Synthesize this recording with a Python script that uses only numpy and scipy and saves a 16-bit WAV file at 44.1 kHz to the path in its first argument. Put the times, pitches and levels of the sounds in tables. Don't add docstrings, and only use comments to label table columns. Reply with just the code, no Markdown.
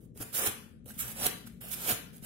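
import sys
import numpy as np
from scipy import signal
from scipy.fft import rfft, irfft
from scipy.io import wavfile
from scipy.ndimage import uniform_filter1d

SR = 44100
rng = np.random.default_rng(int(sys.argv[2]) if len(sys.argv) > 2 else 0)


def amplitude_ratio(level_db):
    exponent = np.asarray(level_db, float) / 20
    return 10 ** exponent


def log_audio(samples):
    frames = np.atleast_2d(samples).T
    limited = np.clip(frames, -1, 1)
    pcm = np.round(limited * 32767).astype(np.int16)
    wavfile.write(sys.argv[1], SR, pcm)


N = 99225
SPAN = 16384
LN_1000 = np.log(1000)


def curve(table, size):
    hz, db = np.array(table, float).T
    bin_hz = np.arange(size // 2 + 1) * SR / size
    return np.interp(np.log(bin_hz + 1), np.log(hz), db)


def colour(x, db):
    size = 2 * (len(db) - 1)
    cepstrum = irfft(db * np.log(10) / 20)
    cepstrum[1:size // 2] *= 2
    cepstrum[size // 2 + 1:] = 0
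    h = irfft(np.exp(rfft(cepstrum)))
    return signal.fftconvolve(x, h / np.sqrt(np.sum(h ** 2)))[:len(x)]


def band(x, hz, width_hz):
    edges = np.clip([hz - width_hz / 2, hz + width_hz / 2], 5, SR / 2.1)
    return signal.sosfilt(signal.butter(1, edges, "band", fs=SR, output="sos"), x)


def unit(x):
    return x / np.sqrt(np.mean(x ** 2))


def walk(rate_hz):
    k = int(SR / rate_hz)
    return unit(uniform_filter1d(uniform_filter1d(rng.standard_normal(N), k), k))


def burst(fade_s):
    t = np.arange(2048) / SR
    h = rng.standard_normal(len(t)) * np.exp(-t / fade_s)
    return h / np.sqrt(np.sum(h ** 2))


def lean(pair, table):
    tilt_db = curve(table, N) / 2
    return np.array([irfft(rfft(p) * amplitude_ratio(s * tilt_db), N) for p, s in zip(pair, (1, -1))])


# freq_hz, level_db (per Hz)
HUM_TONE = [(20, -35.5), (55, -7), (240, -5.5), (330, -16.5), (500, -23.5), (700, -41), (1200, -63.5),
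            (16000, -63)]
# freq_hz, width_hz, level_db
HUM_BANDS = [(58.3, 8.4, -63), (123.4, 21, -59), (176.8, 22.2, -60), (228.2, 27.4, -59.5)]
# freq_hz, left_minus_right_db
HUM_SIDE = [(60, 5.5), (250, 6), (500, 19), (2000, 16.5), (6000, -7.5)]


def hum():
    rumble_db, swell_db, likeness = -56, 3, 0.81

    def one_rumble():
        x = amplitude_ratio(rumble_db) * unit(colour(rng.standard_normal(N), curve(HUM_TONE, 8192)))
        for hz, width_hz, db in HUM_BANDS:
            tone = rng.standard_normal(N)
            for _ in range(3):
                tone = band(tone, hz, width_hz * 2)
            x += amplitude_ratio(db + swell_db * walk(2.8)) * unit(tone)
        return x

    shared = np.sqrt((1 + likeness) / 2) * one_rumble()
    differing = np.sqrt((1 - likeness) / 2) * one_rumble()
    return lean([shared + differing, shared - differing], HUM_SIDE)


# freq_hz, level_db (per Hz)
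SLIDE_TONE = [(300, -32), (700, -26.5), (1500, -6.5), (2100, -11.5), (2800, -9), (4500, -13), (11000, -0.5),
              (15500, -7)]


def slide_colour(x):
    return colour(x, curve(SLIDE_TONE, 1024))


# freq_hz, level_db (per Hz)
CRUSH_TONE = [(120, -10), (280, -5.5), (470, 3), (750, 0.5), (1100, -5.5), (2000, -7), (5500, -8),
              (9000, -14)]


def crush_colour(x):
    return colour(x, curve(CRUSH_TONE, 1024))


def swarm():
    clicks_per_s, size_spread_db, flicker_db = 13000, 3.5, 1.45
    happens = rng.random(N) < clicks_per_s / SR
    size_db = np.minimum(-np.log(rng.random(N) + 1e-9), 5) * size_spread_db
    clicks = amplitude_ratio(size_db) * happens * np.sign(rng.standard_normal(N))
    return unit(clicks) * amplitude_ratio(flicker_db * walk(285))


def heap():
    return [(slide_colour(swarm()), crush_colour(swarm())) for _ in range(3)]


def placed(x):
    left_lag_s = 0.000264 + .00009 * rng.standard_normal()
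    scatter_s, scatter_db, scatter_hz = 0.0038, -2.5, 915
    w = 2j * np.pi * np.arange(SPAN // 2 + 1) * SR / SPAN
    treble_only = (w / (w + 2 * np.pi * scatter_hz)) ** 2
    out = []
    for lag_s in (left_lag_s, 0):
        glint = amplitude_ratio(scatter_db) * rfft(burst(scatter_s), SPAN) * treble_only
        out.append(irfft(rfft(x) * (1 + glint) * np.exp(-w * lag_s)))
    return np.array(out)


def rub(spots, moves):
    rise_db, release_s = 22, 0.0063
    out, t = np.zeros((2, N + 2 * SPAN)), np.arange(SPAN) / SR
    for start_s, rise_s, hold_s, level_db, crush_db in moves:
        risen = t / max(rise_s, 1e-3)
        up = amplitude_ratio(rise_db * (np.clip(risen, 0, 1) - 1)) * np.clip(3 * risen, 0, 1)
        down = np.exp(-np.maximum(t - rise_s - hold_s, 0) / release_s)
        shape = amplitude_ratio(level_db) * up * down / np.sqrt(len(spots))
        i = max(int(start_s * SR), 0)
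        for slide, crush in spots:
            rustle = np.roll(slide + amplitude_ratio(crush_db) * crush, -i)[:SPAN]
            out[:, i:i + SPAN] += placed(shape * rustle)
    return out[:, :N]


# start_s, hold_s, level_db
BRUSHES = [(0, 0.051, -69.5), (0.23, 0.11, -56.5), (0.854, 0.048, -57.5), (0.875, 0.041, -54),
           (0.934, 0.082, -56.5), (1.024, 0.05, -44.5), (1.076, 0.046, -45), (1.488, 0.079, -74.5),
           (1.948, 0.042, -55), (2.128, 0.032, -57.5), (2.16, 0.028, -66)]


def brushes(spots):
    rise_s, crush_db = 0.004, -8.5
    return rub(spots, [(start_s, rise_s, hold_s, db, crush_db) for start_s, hold_s, db in BRUSHES])


# start_s, peak_db
SNAPS = [(.050, -66.5), (.152, -60), (0.175, -33), (0.203, -41), (.206, -35.5), (.2244, -26.5), (.470, -21),
         (.4738, -13.5), (.859, -40.5), (.8904, -46), (.908, -35), (1.2405, -23), (1.2589, -21),
         (1.263, -27), (1.2655, -12), (1.2667, -9.5), (1.4736, -41), (1.6077, -46), (1.882, -24),
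         (1.901, -32), (1.911, -19), (1.9135, -21), (2.1352, -61), (2.169, -38), (2.181, -41.5)]


def snaps():
    fade_s, gain_db, body_db = 0.00084, 5.5, -7
    out = np.zeros((2, N + 2 * SPAN))
    for start_s, peak_db in SNAPS:
        i = int(start_s * SR)
        puff = np.pad(burst(fade_s), (0, SPAN))[:SPAN]
        puff = slide_colour(puff) + amplitude_ratio(body_db) * crush_colour(puff)
        out[:, i:i + SPAN] += amplitude_ratio(peak_db + gain_db) * placed(puff)
    return out[:, :N]


# start_s, rise_s, hold_s, level_db, crush_db (crush against slide)
STROKES = [(.14, 0.036, .02, -52.5, -10), (.195, .012, 0.023, -42.5, -6.5),
           (.32, 0.028, 0.039, -32.5, -13.5), (.36, 0.033, 0.073, -34, -5), (.445, 0.024, 0.0043, -28, -11),
           (.479, .003, .012, -40, -9), (.972, 0.022, 0.032, -35, -33), (1.13, 0.11, .025, -32, -5.5),
           (1.25, 0.014, 0.0011, -30, -9.5), (1.272, 0.0045, 0.0071, -41.5, -10.5),
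           (1.45, .02, 0.0056, -50.5, -5.5), (1.604, 0.006, .1, -48, -7.5), (1.7, 0.017, 0.025, -36.5, -37),
           (1.68, 0.21, .03, -35.5, -6.5), (1.85, .045, 0.019, -31, -7.5),
           (1.917, 0.0044, .022, -39.5, -13), (2.21, 0.039, .01, -44, -6.5)]


def strokes(spots):
    return rub(spots, STROKES)


# start_s, level_db, pitch_hz
THUDS = [(.160, -47.5, 418), (.203, -36, 297), (.205, -42, 109), (.385, -45, 533), (.425, -34, 437),
         (.445, -36, 395), (.476, -37, 107), (.68, -64, 880), (1.195, -44, 775), (1.215, -42, 706),
         (1.235, -42, 513), (.862, -47.5, 500), (.905, -44, 1580), (1.262, -37.5, 143),
         (1.473, -51.5, 1490), (1.64, -47.5, 650), (1.905, -33.5, 229), (1.922, -34, 117),
         (2.225, -42, 182.6)]


def thuds():
    t, out = np.arange(N) / SR, np.zeros(N)
    for start_s, level_db, pitch_hz in THUDS:
        since = np.maximum(t - start_s, 0)
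        t60_s = 12.7 / pitch_hz + .02
        out += amplitude_ratio(level_db) * np.sin(2 * np.pi * pitch_hz * since) * np.exp(-LN_1000 * since / t60_s)
    return out * amplitude_ratio(np.array([[2], [-2]]))


# freq_hz, t60_s, level_db
ROOM_FADES = [(352, 0.45, -2), (770, 0.34, -5), (1680, 0.54, -4.5), (2960, 0.47, -3), (6400, 0.38, -9),
              (12000, 0.36, -8)]
# freq_hz, left_minus_right_db
ROOM_SIDE = [(200, 12), (600, 3), (1300, 8), (2500, 3.5), (10000, -3)]


def room(husks):
    build_s, left_db = 0.0069, 2
    t, tail = np.arange(SR // 2) / SR, []
    for side in (1, -1):
        echo = np.zeros(len(t))
        for hz, t60_s, db in ROOM_FADES:
            noise = band(rng.standard_normal(len(t)), hz, hz * 0.71)
            level = amplitude_ratio(db) * np.sqrt(2 * LN_1000 / t60_s / SR)
            echo += level * noise * np.exp(-LN_1000 * t / t60_s)
        echo *= np.clip(t / build_s, 0, 1)
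        tail.append(amplitude_ratio(side * left_db / 2) * signal.fftconvolve(husks[1], echo)[:N])
    return lean(tail, ROOM_SIDE)


# freq_hz, left_minus_right_db
SHADOW = [(100, 2), (400, 8.5), (700, 2), (1300, 11.5), (2400, -4), (4400, -2.5), (8000, -0.5),
          (15000, -10.5)]


def shadowed(husks):
    return lean(husks, SHADOW)


def scene():
    spots = heap()
    husks = brushes(spots) + snaps() + strokes(spots)
    return hum() + shadowed(husks) + thuds() + room(husks)


# freq_hz, share_of_time (0-1)
MISSING = [(1500, 0), (3500, .03), (4400, .3), (7500, .27), (9000, .09), (15000, .1)]


def thin_treble(x):
    frame, band_bins, hold_frames = 1024, 5, 7
    dropped_db, mute_below_db, mute_above_hz = -32, -106, 9000
    hz, _, z = signal.stft(x, SR, nperseg=frame)
    luck = rng.standard_normal((len(hz) // band_bins + 1, z.shape[-1]))
    luck = uniform_filter1d(luck, hold_frames, axis=1)
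    rank = luck.ravel().argsort().argsort().reshape(luck.shape) / luck.size
    rank = np.repeat(rank, band_bins, axis=0)[:len(hz)]
    drop = rank < np.interp(hz, *np.array(MISSING, float).T)[:, None]
    power = np.mean(abs(z) ** 2, axis=0)
    power = uniform_filter1d(uniform_filter1d(power, size=30, axis=0), size=3, axis=1)
    drop |= (power < amplitude_ratio(2 * mute_below_db)) & (hz > mute_above_hz)[:, None]
    return signal.istft(z * np.where(drop, amplitude_ratio(dropped_db), 1), SR, nperseg=frame)[1][:, :N]


def top_cut(x):
    return signal.sosfilt(signal.butter(12, 16770, fs=SR, output="sos"), x)


def record(dry):
    top_hz = 15750
    cut = signal.sosfilt(signal.ellip(12, .3, 80, top_hz, fs=SR, output="sos"), dry)
    mix = thin_treble(cut)
    return top_cut(mix)


dry = scene()
out = record(dry)
log_audio(out)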